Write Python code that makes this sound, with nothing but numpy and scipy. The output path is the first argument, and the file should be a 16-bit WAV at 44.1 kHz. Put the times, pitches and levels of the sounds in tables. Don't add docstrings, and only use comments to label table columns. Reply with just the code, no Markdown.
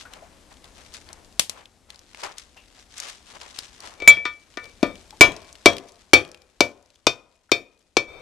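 import sys
import numpy as np
from scipy import signal
from scipy.fft import rfft, irfft, next_fast_len
from scipy.io import wavfile
from scipy.ndimage import map_coordinates

SR = 44100
rng = np.random.default_rng(int(sys.argv[2]) if len(sys.argv) > 2 else 0)


def int16_out(signal):
    q = np.round(np.clip(np.atleast_2d(signal).T, -1, 1) * 32767)
    wavfile.write(sys.argv[1], SR, q.astype(np.int16))


N = 362061

# (time of full weight [s], scuff level [dB], leaf rustle level [dB],
# rise over 20 dB [s], fall over 20 dB [s])
STEPS = [(0.012, -62.5, -40.5, 0.031, 0.044), (0.15, -53, -58.5, 0.26, 0.32),
         (0.52, -54, -55, 0.027, 0.0446), (0.645, -56.5, -54, 0.0265, 0.12),
         (0.77, -61, -50, 0.034, 0.3339), (0.95, -57.5, -41.5, 0.025, 0.0735),
         (1.11, -50.5, -62, .06, 0.16), (1.585, -50, -55.5, 0.104, 0.0917), (1.9, -56, -58, 0.021, 0.1573),
         (2.2, -52.5, -41, 0.0646, 0.0965), (2.233, -32.5, -36.5, 0.0079, 0.0933),
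         (2.385, -61.5, -39.5, 0.022, 0.08), (2.569, -54, -61, 0.0106, 0.0547),
         (2.8, -62, -48.5, 0.106, 0.04), (2.99, -55.5, -41.5, 0.109, 0.1121),
         (3.06, -46.5, -34.5, 0.0686, 0.1086), (3.3, -57.5, -47.5, 0.092, 0.25),
         (3.37, -45.5, -50, 0.0605, 0.0066), (3.418, -43.5, -43, 0.016, 0.11),
         (3.58, -55, -43, 0.205, 0.2222), (3.87, -46.5, -44, 0.1025, 0.136)]
# (time [s], rustle level [dB])
LITTER_STIR = [(0, -64.5), (1.4, -64.5), (1.8, -75), (2.1, -58.5), (2.65, -64.5), (3.3, -59), (4.4, -61),
               (5.7, -57.5), (6.5, -68), (7.4, -72.5), (8.2, -76)]
STIR_SCUFF_DB = -13
# (frequency [Hz], level per Hz [dB])
LEAF_SPECTRUM = [(500, -30), (1200, -2.5), (3600, 1), (6000, -1.5), (8000, -6), (11500, -17),
                 (13000, -33.5), (15000, -59.5)]
SCUFF_SPECTRUM = [(60, -14), (200, -13), (400, -4.5), (700, 0.5), (1000, 1), (1500, -4.5), (2000, -6.5),
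                  (3000, -11.5), (6000, -39)]
# (time [s], level [dB])
MURMUR_LEVEL = [(0, -60.5), (1.3, -60), (1.7, -66.5), (3.9, -63.5), (4.45, -67), (5.0, -60), (6.5, -71),
                (7.4, -77), (8.2, -75)]
# (frequency [Hz], level per Hz [dB])
AIR_SPECTRUM = [(12, -32.5), (20, -1.5), (72, 2.5), (139, -10), (256, -5.5), (398, -10), (620, -11),
                (1350, -19.5), (7930, -23.5), (12000, -31), (15000, -75.5)]
# (time [s], level [dB], pitch [Hz], 60 dB decay [s])
KNOCKS = [(0.052, -36.5, 1439, 0.114), (0.222, -38.5, 690, 0.128), (2.57, -42.5, 2753, 0.204),
          (5.126, -39, 849, .1), (7.492, -42, 1500, 0.0378)]
# (time [s], level [dB], centre frequency [Hz])
SNAPS = [(0.1356, -26.5, 3200), (0.643, -35.5, 3480), (0.9393, -29.5, 5160), (1.089, -35, 3950),
         (1.130, -27.5, 6240), (1.2466, -40, 4100), (1.6564, -34.5, 2950), (1.9031, -26.5, 3250),
         (1.9586, -37.5, 4620), (1.9921, -38, 5000), (2.147, -29.5, 2160), (2.235, -23, 3040),
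         (2.383, -25.5, 5800), (2.9801, -23.5, 6360), (3.0011, -18, 6240), (3.4143, -28.5, 2980),
         (3.5885, -16, 4680), (3.8043, -29, 5000), (4.6418, -33, 3670), (4.6557, -35.5, 3180),
         (4.9556, -36, 3100), (5.1071, -31.5, 3834), (5.3199, -29.5, 3600), (5.365, -30.5, 4584),
         (5.5277, -33.5, 7000), (5.5542, -35, 2920), (5.7334, -26, 3280), (5.7674, -24.5, 3555),
         (5.7825, -22, 3295), (6.2502, -31.5, 2600), (6.316, -36.5, 5580), (6.3456, -35, 2806),
         (6.9033, -45.5, 3666), (6.9575, -45, 3450)]
SNAP_T60_S, SNAP_TAIL_DB, SNAP_TAIL_T60_S = 0.01124, -25, 0.089
TICK_HZ, TICK_OCTAVES = 4000, .45
LITTER_DB, LITTER_UNTIL_S = -45, 5.5
FORGING_DB, FLAKE_DB, TICK_SCATTER_DB = -15, -42, 2.5
FLIGHT_S, FLAKE_FADE_DB_PER_S = (0.074, 0.38), 20
# (time [s], peak level [dB], level of the spray that follows [dB])
POPS = [(1.395, -2.5, -37), (1.397, -10, -30.5), (1.4955, -16, -45.5)]
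# (frequency [Hz], level per Hz [dB])
POP_SPECTRUM = [(35, -38.5), (60, -7), (526, -10), (1030, -6.5), (1270, -12), (3120, -1), (9020, -4.5),
                (13100, -15), (15000, -31.5)]
# (time [s], thud level [dB], thud pitch [Hz], crack level [dB], main ring level [dB],
# centre modes level [dB], overtones level [dB], tongs level [dB])
BLOWS = [(4.001, -47, 356, -37, -38, -63, -57, -51.5), (4.021, -27.5, 375, -35.5, -25, -52.5, -48, -45),
         (4.0761, -18, 164, 3.5, 10.5, -10.5, -15, -21), (4.170, -36, 352, -47, -21.5, -54.5, -57, -44.5),
         (4.2532, -28.5, 336, -27.5, -24.5, -37.5, -31, -27),
         (4.572, -27.5, 339, -29, -34.5, -59.5, -48.5, -33), (4.829, -5, 299.7, -20, -26.5, -39, -31, -28),
         (5.209, 4, 359.3, 9.5, 10.5, -16.5, -16, -15.5), (5.658, 4, 366.4, 3.5, 2.5, -16, -22.5, -25.5),
         (6.1335, 0.5, 373.1, 4, 3, -26, -12.5, -23), (6.606, -6, 351.7, -4, -8.5, -40, -25, -32.5),
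         (7.068, -9.5, 373, -4.5, -21.5, -46.5, -16, -41), (7.517, -9, 365.7, -8, -15, -44.5, -19, -35),
         (7.9681, -9.5, 372, -7.5, -11.5, -37, -22, -36.5)]
RING_HZ = 2311
# (frequency [Hz], level [dB], 60 dB decay [s])
ANVIL_OVERTONES = [(2466, -1, .15), (2512, -7, .15), (3165, -11, .14), (3600, 0, .125), (3622, -12, .16),
                   (3720, -10, .13), (4441, -7, .135), (4759, -19, .11), (5187, -14, .13), (5622, -11, .13),
                   (5983, -19, .1), (7381, -20, .11), (7830, -23, .08)]
# (frequency [Hz], level [dB], 60 dB decay [s])
CENTRE_MODES = [(3299, 0, .21), (4038, -7, .12), (4450, -5, .08), (6334, -11, .08)]
# (frequency [Hz], level [dB], 60 dB decay [s])
TONGS_MODES = [(980, -7, .15), (1208, -1, .18), (1373, -11, .15), (1451, -5, .16), (1792, -4, .21),
               (1925, -13, .17), (1981, -12, .11)]
# (frequency [Hz], level [dB], 60 dB decay [s])
STAND_MODES = [(35.013, -37, 0.23), (91, -30, 0.2), (124, -28.5, 0.17), (278.02, -28.5, .16),
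               (377.8, -17, .1), (502.1, -22, 0.21), (570, -21.5, 0.22), (690.9, -23, 0.2), (936, -27, .13)]
# (crack level [dB], 60 dB decay [s])
DAMPING = [(-27, .28), (-6.5, .16), (4, 0.1104)]
# (frequency [Hz], level per Hz [dB])
CRACK_SPECTRUM = [(40, -10), (150, -1.5), (380, -2.5), (500, 1.5), (700, 3.5), (1200, 0.5), (1800, -5),
                  (2500, -1), (4000, -0.5), (5500, -2.5), (7000, -8.5), (12000, -32), (15000, -36.5)]
# (frequency [Hz], 60 dB decay [s])
NEAR_DECAY = [(80, 0.35), (210, 0.42), (560, .16), (1500, 0.21), (4000, .14), (10000, 0.17)]
TREES_DECAY = [(60, 0.87), (500, 0.68), (1500, 0.71), (4000, 0.38), (10000, 0.29)]
# (frequency [Hz], level [dB])
TREES_COLOUR = [(40, -2), (250, -19.5), (500, 2.5), (1200, -1), (2300, -3.5), (4000, -5.5), (10000, 8.5)]
# (start time [s], length [s], level [dB])
SLIDES = [(4.021, .08, -44.5), (4.63, .03, -50), (4.86, .04, -45), (8.088, .15, -48)]
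SLIDE_RISE_S, SLIDE_FALL_S = 0.0487, .1
TOP_HZ = 15000


def amp(db):
    return 10 ** (np.asarray(db) / 20)


def unit(x):
    return x / np.sqrt(np.mean(x ** 2) + 1e-20)


def along(points, hz):
    f, v = np.transpose(points)
    return np.interp(np.log(hz + 1), np.log(f + 1), v)


def curves(rows):
    s, *cols = np.transpose(rows)
    return [np.interp(np.arange(N) / SR, s, c) for c in cols]


def add(track, s, sound):
    part = track[:, round(s * SR):][:, :sound.shape[1]]
    part += sound[:, :part.shape[1]]


def filtered(x, response):
    n = x.shape[-1]
    m = next_fast_len(n + 4096)
    spectrum = rfft(x, m) * response(np.fft.rfftfreq(m, 1 / SR))
    return irfft(spectrum, m)[..., :n]


def coloured(x, spectrum):
    return unit(filtered(x, lambda hz: amp(along(spectrum, hz))))


def pair(n, side_db):
    mid, side = rng.standard_normal((2, n)) * [[1], [amp(side_db)]]
    return unit(np.array([mid + side, mid - side]))


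def wobble(rate):
    knots = rng.standard_normal(int(N * rate / SR) + 4)
    return map_coordinates(knots, [np.arange(N) * rate / SR])


def swell(s, hold, rise, fall):
    t = np.arange(N) / SR - s
    tens = np.minimum(0, np.minimum(t / rise, (hold - t) / fall))
    return np.exp(np.maximum(np.log(10) * tens, -20))


def ring(modes, t, scatter_db, phase_spread, blur):
    hz, db, t60 = np.transpose(modes)[:, :, None]
    size, phase, step = rng.standard_normal((3, len(modes), 1))
    jitter = rng.standard_normal((len(modes), len(t)))
    drift = np.cumsum(jitter, 1) * np.sqrt(2 * np.pi * abs(blur) * hz / SR)
    fade = amp(db + scatter_db * size - 60 * t / t60)
    angle = 2 * np.pi * (hz * t + phase) + drift
    return np.array([(fade * np.sin(angle + way * phase_spread * step)).sum(0) for way in (1, -1)])


def fractures(rate, spread_db):
    clumps_db = 2 * wobble(45)
    sizes = amp(clumps_db + spread_db * np.minimum(rng.exponential(size=N), 5))
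    breaks = sizes * (rng.random(N) < rate / SR)
    grains = signal.lfilter([1], [1, -np.exp(-1 / (0.00089 * SR))], breaks)
    return unit(grains * pair(N, side_db=-2.5))


def steps():
    stir = amp(curves(LITTER_STIR)[0])
    rustle_power = stir ** 2
    scuff_power = (stir * amp(STIR_SCUFF_DB)) ** 2
    for s, scuff_db, rustle_db, rise, fall in STEPS:
        weight = swell(s, 0, rise, fall)
        rustle_power = rustle_power + (amp(rustle_db) * weight) ** 2
        scuff_power = scuff_power + (amp(scuff_db) * weight) ** 2
    rustle = coloured(fractures(rate=2200, spread_db=3.8), LEAF_SPECTRUM)
    scuff = coloured(fractures(rate=6900, spread_db=2), SCUFF_SPECTRUM)
    return np.sqrt(rustle_power) * rustle + amp(3) * np.sqrt(scuff_power) * scuff


def air():
    return amp(curves(MURMUR_LEVEL)[0] + 6) * coloured(pair(N, side_db=-9.5), AIR_SPECTRUM)


def knocks():
    out, t = np.zeros((2, N)), np.arange(SR // 4) / SR
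    onset = 1 - np.exp(-t / 0.00183)
    for s, db, hz, t60 in KNOCKS:
        note = ring([(hz, db, t60)], t, scatter_db=0.5, phase_spread=.2, blur=.1)
        add(out, s, note * onset)
    return out


def small_ticks():
    ticks = [(s, LITTER_DB) for s in rng.uniform(0, LITTER_UNTIL_S, size=14)]
    for s, thud_db, *_ in BLOWS:
        flights = rng.uniform(*FLIGHT_S, size=5)
        if thud_db > FORGING_DB:
            for flight in flights:
                ticks.append((s + flight, thud_db + FLAKE_DB - FLAKE_FADE_DB_PER_S * flight))
    chance = rng.standard_normal((len(ticks), 2))
    return [(s, db + TICK_SCATTER_DB * a, TICK_HZ * 2 ** (TICK_OCTAVES * b))
            for (s, db), (a, b) in zip(ticks, chance)]


def snaps():
    out, t = np.zeros((2, N)), np.arange(SR // 8) / SR
    fade = amp(-60 * t / SNAP_T60_S) + amp(SNAP_TAIL_DB - 60 * t / SNAP_TAIL_T60_S)
    for s, db, centre_hz in SNAPS + small_ticks():
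        band = lambda f: 1 / np.hypot(1, 2.5 * (f / centre_hz - centre_hz / (f + 1)))
        tick = unit(filtered(pair(len(t), side_db=-6), band))
        add(out, s, amp(db - 3) * tick * fade)
    return filtered(out, lambda hz: amp(along([(9000, 0), (12000, -4.5), (15000, -16)], hz)))


def fire():
    out, t = np.zeros((2, N)), np.arange(SR // 4) / SR
    for s, db, spray_db in POPS:
        burst = amp(db - 4.5 - 60 * t / 0.01624)
        tail = amp(db - 34 - 60 * t / 0.032)
        spray = amp(spray_db + 4.5 - 60 * t / 0.182)
        add(out, s, (burst + tail + spray) * coloured(pair(len(t), side_db=-1), POP_SPECTRUM))
    return out


def echo(x, decay, colour, side_db):
    hz, t, z = signal.stft(pair(SR, side_db), SR, nperseg=256)
    fading = z * amp(-60 * t / along(decay, hz)[:, None])
    tail = signal.istft(fading, SR, nperseg=256)[1]
    tail = unit(tail) / np.sqrt(tail.shape[1])
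    tail = filtered(tail, lambda f: amp(along(colour, f)))
    return signal.fftconvolve(x, np.pad(tail, ((0, 0), (round(.006 * SR), 0))), axes=1)


def shove(t, hz, peak, width):
    return np.cos(2 * np.pi * hz * (t - peak)) * np.exp(-((t - peak) / width) ** 2)


def hammer():
    out, t = np.zeros((2, N)), np.arange(SR // 2) / SR
    blur, apart_db = .002, -10
    chatter_spectrum = [(200, -13), (450, -3.5), (1300, 0.5), (2200, 8), (4000, -13), (10000, -30)]
    near_colour = [(100, -2), (330, -5.5), (600, -0.5), (2300, -1.5), (8000, -0.5)]
    for s, thud_db, thud_hz, crack_db, ring_db, centre_db, over_db, tongs_db in BLOWS:
        push = shove(t, thud_hz, peak=.0042, width=0.002975)
        push = push - amp(-8.0) * shove(t, hz=650.1, peak=.0048, width=0.0029)
        stand = ring(STAND_MODES, t, scatter_db=2.5, phase_spread=0.13, blur=0.022)
        stand = stand * (1 - np.exp(-t / 0.001))
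        thud = amp(thud_db) * (push + amp(-1) * stand)

        crack = coloured(pair(len(t), apart_db), CRACK_SPECTRUM)
        crack = amp(crack_db - 1) * crack * amp(-60 * t / 0.0313)

        t60 = np.interp(crack_db, *np.transpose(DAMPING))
        hum = amp(-56 + 60 * t / t60 - 60 * t / 0.39)
        main = ring([(RING_HZ, 0, t60)], t, scatter_db=1.5, phase_spread=0.4, blur=0)
        main = amp(ring_db) * main * (1 + hum)
        centre = amp(centre_db) * ring(CENTRE_MODES, t, scatter_db=1.5, phase_spread=.2, blur=blur)
        overtones = amp(over_db) * ring(ANVIL_OVERTONES, t, scatter_db=1.5, phase_spread=.2, blur=blur)

        chatter = coloured(pair(len(t), apart_db), chatter_spectrum)
        chatter = amp(-4 - 60 * t / .11) * chatter
        tongs = ring(TONGS_MODES, t, scatter_db=2, phase_spread=.25, blur=blur)
        tongs = amp(tongs_db) * (tongs + chatter)
        steel = (main + centre + overtones + tongs) * (1 - np.exp(-t / 0.00026))
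        add(out, s, thud + crack + steel)

        spread = thud + crack + amp(-8) * steel
        add(out, s, amp(-13) * echo(spread, NEAR_DECAY, near_colour, apart_db))
        to_trees = spread + amp(4) * overtones
        add(out, s, amp(-29) * echo(to_trees, TREES_DECAY, TREES_COLOUR, apart_db))
    return out


def drag():
    modes = [(RING_HZ, 9, .14)] + ANVIL_OVERTONES

    def body(f):
        return sum(amp(db) / (1 + 1j * (f - hz) * t60 * 2 * np.pi / np.log(1000)) for hz, db, t60 in modes)

    grate = coloured(pair(N, side_db=-8), [(20, 2), (70, 2.5), (180, -9), (300, -6), (480, 6), (800, -6.5),
                                           (1250, -5), (2000, -23), (5000, -27), (12000, -44)])
    humming = unit(filtered(pair(N, side_db=-2), body))
    pressure = sum(amp(db) * swell(s, length, SLIDE_RISE_S, SLIDE_FALL_S) for s, length, db in SLIDES)
    return pressure * (grate + amp(-1.5) * humming)


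def scene():
    left = lambda db: amp([[db / 2], [-db / 2]])
    smith = steps() + knocks() + snaps() + fire()
    anvil = hammer() + drag()
    return (smith + air()) * left(db=5.5) + anvil * left(db=7.0)


def record(dry):
    clipped = dry / (1 + np.abs(dry) ** 8) ** (1 / 8)
    return signal.sosfilt(signal.butter(14, TOP_HZ, fs=SR, output="sos"), clipped)


dry = scene()
out = record(dry)
int16_out(out)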